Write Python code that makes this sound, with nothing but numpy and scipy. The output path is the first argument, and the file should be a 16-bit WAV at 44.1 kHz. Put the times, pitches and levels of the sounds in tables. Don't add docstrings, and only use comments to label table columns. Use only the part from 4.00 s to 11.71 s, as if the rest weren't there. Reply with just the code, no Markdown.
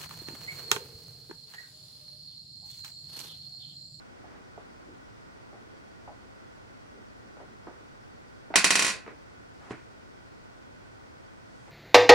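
import sys
import numpy as np
from scipy import signal
from scipy.fft import rfft, irfft
from scipy.io import wavfile

SR = 44100
rng = np.random.default_rng(int(sys.argv[2]) if len(sys.argv) > 2 else 0)


def store_pcm(level_fs):
    pcm = np.round(np.clip(level_fs, -1, 1) * 32767).astype(np.int16)
    wavfile.write(sys.argv[1], SR, np.atleast_2d(pcm).T)


N = 340011

LANDING_S, LANDING_DB = 4.5574, 4.5
FIRST_HOP_S, REST_HOP_S = .0858, .004
FAST_RESTITUTION, RESTITUTION = .728, .784
def bouncing_ball(blow_power=.73, snap_power=.15, echo_s=.0047, echo_db=-6.0):
    ring, snap = case_ring(), contact_snap()
    snap = snap + from_db(echo_db) * np.roll(snap, round(echo_s * SR))
    out = np.zeros((2, N))
    s, hop_s, restitution = LANDING_S, FIRST_HOP_S, FAST_RESTITUTION
    while hop_s > REST_HOP_S:
        speed = (hop_s - REST_HOP_S) / (FIRST_HOP_S - REST_HOP_S)
        blow = ring + speed ** snap_power * snap
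        add(out, s, from_db(LANDING_DB) * speed ** blow_power * blow)
        s += hop_s
        hop_s *= restitution
        restitution = RESTITUTION
    return out


def contact_snap(body_hz=2100, body_t60=0.00736, body_db=-14.0, tick_hz=6300, tick_t60=.004, tick_db=-14.5):
    t = np.arange(SR // 2) / SR
    body = from_db(body_db - 60 * t / body_t60) * np.sin(2 * np.pi * body_hz * t)
    tick = from_db(tick_db - 60 * t / tick_t60) * np.sin(2 * np.pi * tick_hz * t)
    return low_pass(body - tick, top_hz=9500, order=6)


# (frequency [Hz], relative level [dB])
CASE_MODES = [(328, -12.5), (1033, -2), (1090, -3), (1497, 5), (1608, -2), (1649, -2), (1885, -8.5),
              (1935, 0.5), (2038, 0.5), (2252, -9), (2392, -0.5), (2497, 2.5), (2576, 6.5), (2737, -3.5),
              (3049, -7.5), (3856, -8.5), (4637, -4.5), (5003, -13), (5515, -9.5), (5717, -6), (5895, -4),
              (6186, -12), (6325, -12), (6955, -1), (7241, -4.5), (7655, -8.5), (8592, -17), (9146, -14),
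              (9598, -6), (9749, -0.5)]
# (frequency [Hz], gain [dB])
CASE_SPECTRUM = [(35, -10.5), (65, 5), (120, 0.5), (190, 14.5), (380, 13), (520, 6.5), (720, 12.5),
                 (1000, 11), (1400, 16.5), (2300, 19.5), (3400, 12), (4200, 15.5), (6500, 13), (9800, 9),
                 (12200, -12), (15500, -15)]
# (frequency [Hz], time to fall 60 dB [s])
ROOM_T60 = [(100, 0.3), (400, 0.15), (2000, 0.32), (5000, 0.23), (10000, 0.19), (15000, 0.16)]
# (frequency [Hz], side minus mid [dB])
CASE_WIDTH = [(60, -3.5), (110, -2), (200, -11.5), (380, -14.5), (700, -13), (1290, -6), (2380, -4.5),
              (4400, -4), (8120, -4), (15000, 4.5)]
# (frequency [Hz], left minus right [dB])
CASE_BALANCE = [(60, 0.5), (110, -1.5), (200, -1), (380, -4.5), (700, -2.5), (1290, -2), (2380, -1),
                (4400, 0.5), (8120, -5.5), (15000, -4.5)]
def case_ring(panel_t60=0.03, panel_db=-6.0, room_db=-2.5, mode_t60=0.34, mode_db=-6.0, treble_hz=9000):
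    t = np.arange(SR // 2) / SR
    hz = np.arange(len(t) // 2 + 1) * SR / len(t)
    noise = rfft(stereo_noise(len(t), CASE_WIDTH))
    lean = from_db(at_hz(CASE_BALANCE, hz) / 2 * [[1], [-1]])
    gain = lean * from_db(at_hz(CASE_SPECTRUM, hz))
    edges_hz = [20, 150, 450, 900, 1500, 2800, 5000, 8000, 11000, 17000]
    panel_decay = from_db(panel_db) * decay(t, panel_t60)
    out = np.zeros((2, len(t)))
    for low, high in zip(edges_hz, edges_hz[1:]):
        inside = (hz >= low) & (hz < high)
        room_decay = from_db(room_db) * decay(t, at_hz(ROOM_T60, np.sqrt(low * high)))
        envelope = np.hypot(panel_decay, room_decay)
        ring = envelope * irfft(noise * gain * inside, len(t))
        energy = np.sum(envelope ** 2) * np.mean((gain * inside) ** 2)
        out += ring * np.sqrt(energy / np.sum(ring.mean(axis=0) ** 2))
    for mode_hz, db in CASE_MODES:
        t60 = mode_t60 / np.hypot(1, mode_hz / treble_hz)
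        phase_spread = from_db(at_hz(CASE_WIDTH, mode_hz))
        phase = rng.uniform(0, 2 * np.pi) + phase_spread * rng.standard_normal((2, 1))
        tone = decay(t, t60) * np.sin(2 * np.pi * mode_hz * t + phase)
        out += from_db(mode_db + db) * pan(tone, at_hz(CASE_BALANCE, mode_hz) / 2)
    return out


def soft_blow(ring_db, thud_db, echo_s=0.00306, echo_db=-5.0):
    thud = np.zeros(SR // 2)
    thud[0] = from_db(thud_db)
    thud[round(echo_s * SR)] += from_db(thud_db + echo_db)
    return thud + from_db(ring_db) * case_ring(panel_db=-8.5, room_db=-1.0, mode_db=-16.0)


# (time [s], gain [dB], lower band edge [Hz])
KNOCKS = [(.2406, -14, 530), (.576, -9.5, 400), (1.530, -13.5, 330), (2.076, -5, 554), (3.369, -16, 447),
          (3.402, -12.5, 326), (3.670, -6.5, 260), (4.504, -8, 211)]
def soft_knocks(top_hz=850):
    out = np.zeros((2, N))
    for s, db, low_hz in KNOCKS:
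        blow = band(soft_blow(ring_db=-1.5, thud_db=2.0), low_hz, top_hz)
        add(out, s, from_db(db) * low_pass(blow, 1.6 * top_hz))
    return out


def edge_graze(start_s=4.540, body_db=5.0, clack_db=-5.0):
    blow = soft_blow(ring_db=-2.0, thud_db=3.5)
    body = low_pass(band(blow, low_hz=660, high_hz=920), top_hz=1670)
    clack = low_pass(band(blow, low_hz=400, high_hz=2090), top_hz=4000)
    out = np.zeros((2, N))
    add(out, start_s, from_db(body_db) * body + from_db(clack_db) * clack)
    return out


# (mid time [s], duration [s], level [dB], centre frequency [Hz])
ROLLS = [(.911, 0.17, -52.5, 300), (1.75, .2, -62, 420), (2.978, 0.15, -53.5, 318), (3.27, .19, -57, 338),
         (3.42, .1, -54.5, 523), (4.96, .14, -52, 480), (5.126, .09, -51.5, 420)]
def rolling(width_octaves=1.1, roll_on_s=0.24, roll_on_db=-62, roll_on_hz=300):
    rolls_on = [(s + roll_on_s / 2, roll_on_s, roll_on_db, roll_on_hz) for s, _, _ in KNOCKS]
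    spread = 2 ** (width_octaves / 2)
    out = np.zeros((2, N))
    for middle_s, length_s, db, hz in ROLLS + rolls_on:
        n = round(length_s * SR)
        noise = stereo_noise(SR, CASE_WIDTH)[:, :n]
        rumble = band(noise, hz / spread, hz * spread)
        rumble = unit_rms(low_pass(rumble, 1.2 * hz * spread))
        add(out, middle_s - length_s / 2, from_db(db) * np.hanning(n) * rumble)
    return out


# (time [s], gain [dB], lower band edge [Hz])
BUMPS = [(5.064, -4.5, 500), (5.077, -1.5, 330), (5.7083, 4.5, 92)]
# (frequency [Hz], relative level [dB], time to fall 60 dB [s])
BOOM_MODES = [(127.5, -17.5, 0.22), (297, -21, 0.17), (430, -9.5, 0.064)]
def frame_bumps(pad_hz=300, top_hz=2600):
    t = np.arange(SR // 2) / SR
    boom = sum(from_db(db) * decay(t, t60) * np.sin(2 * np.pi * hz * t) for hz, db, t60 in BOOM_MODES)
    out = np.zeros((2, N))
    for s, db, low_hz in BUMPS:
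        blow = band(soft_blow(ring_db=-9.0, thud_db=1.0) + boom, low_hz, top_hz)
        add(out, s, from_db(db) * low_pass(blow, pad_hz, order=1))
    return out


# (mid time [s], duration [s], level [dB])
BRUSHES = [(.34, 0.26, -58), (3.41, 0.092, -60), (5.09, 0.095, -51.5), (5.69, 0.32, -52.5), (6.5, .4, -67),
           (7.686, 0.063, -55)]
# (frequency [Hz], relative spectral density [dB])
RUB_SPECTRUM = [(100, -27), (300, 3), (750, 5), (1300, 3), (2200, -3.5), (3500, -16), (7000, -30),
                (13000, -55)]
def hand_brushes():
    rub = colour(stereo_noise(N, CASE_WIDTH), RUB_SPECTRUM)
    return swells(BRUSHES) * unit_rms(rub)


# (mid time [s], duration [s], level [dB])
SWISHES = [(5.7, 0.51, -69.5), (5.715, .05, -61), (7.62, 0.49, -68.5)]
def sleeve_swishes(low_hz=2500, high_hz=8400):
    hiss = band(stereo_noise(N, CASE_WIDTH), low_hz, high_hz)
    hiss = low_pass(hiss, 1.2 * high_hz, order=6)
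    return swells(SWISHES) * unit_rms(hiss)


# (frequency [Hz], relative spectral density [dB])
RUSH_SPECTRUM = [(15, -38.5), (25, -6.5), (74, -1), (102, -2.5), (174, -5.5), (255, -4), (710, -10.5),
                 (1430, -13.5), (1680, -16.5), (1930, -16), (2970, -23), (5820, -27), (9210, -33),
                 (12100, -50), (15800, -38)]
# (frequency [Hz], side minus mid [dB])
RUSH_WIDTH = [(60, 0.5), (110, 4.5), (200, 7.5), (380, 7), (700, 8), (1290, 7.5), (2380, 5.5), (4400, 2),
              (8120, 0.5), (15000, -0.5)]
def ventilation(level_db=-56.5):
    rush = colour(stereo_noise(N, RUSH_WIDTH), RUSH_SPECTRUM)
    return from_db(level_db) * rush / np.std(rush.mean(axis=0))


# (frequency [Hz], bandwidth [Hz], level before panning [dB])
FAN_RESONANCES = [(104, 3, -70.5), (1463, 143, -71), (1924, 140, -78.5), (3280, 12, -88.5),
                  (4270, 87.3, -86.5), (4700, 36, -86), (5010, 200, -83.5), (5680, 110, -85)]
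def fan():
    whine = np.zeros(N)
    for hz, width_hz, db in FAN_RESONANCES:
        resonance = band(rng.standard_normal(N), hz - width_hz / 2, hz + width_hz / 2)
        whine += from_db(db) * unit_rms(resonance)
    return pan(whine, left_db=-17.0)


def from_db(db):
    return 10 ** (np.asarray(db) / 20)


def unit_rms(x):
    return x / np.sqrt(np.mean(x ** 2) + 1e-20)


def at_hz(points, hz):
    freqs, values = np.transpose(points)
    return np.interp(np.log(np.maximum(hz, 1)), np.log(freqs), values)


def colour(x, points):
    n = x.shape[-1]
    return irfft(rfft(x) * from_db(at_hz(points, np.arange(n // 2 + 1) * SR / n)), n)


def band(x, low_hz, high_hz):
    edges = np.clip([low_hz, max(high_hz, low_hz + 20)], 10, SR / 2 - 10)
    return signal.sosfilt(signal.butter(2, edges, "band", fs=SR, output="sos"), x)


def low_pass(x, top_hz, order=2):
    return signal.sosfilt(signal.butter(order, min(top_hz, .45 * SR), fs=SR, output="sos"), x)


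def stereo_noise(n, width):
    mid, side = rng.standard_normal((2, n))
    side = colour(side, width)
    return np.array([mid + side, mid - side])


def pan(x, left_db):
    return x * from_db([[left_db / 2], [-left_db / 2]])


def add(out, s, sound):
    start = max(round(s * SR), 0)
    out[:, start:start + sound.shape[1]] += sound[:, :max(N - start, 0)]


def decay(t, t60):
    fall = from_db(-60 * t / t60)
    return fall / np.sqrt(np.sum(fall ** 2))


def swells(rows):
    envelope = np.zeros((1, N))
    for middle_s, length_s, db in rows:
        add(envelope, middle_s - length_s / 2, from_db(db) * np.hanning(round(length_s * SR))[None])
    return envelope


def scene():
    ball = bouncing_ball() + soft_knocks() + edge_graze() + rolling()
    hand = frame_bumps() + hand_brushes() + sleeve_swishes()
    return ball + hand + ventilation() + fan()


def record(dry, ceiling=1.3, cutoff_hz=15900):
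    rounded = ceiling * np.tanh(dry / ceiling)
    return signal.sosfilt(signal.ellip(10, .1, 80, cutoff_hz, fs=SR, output="sos"), rounded)


dry = scene()
out = record(dry)
store_pcm(out)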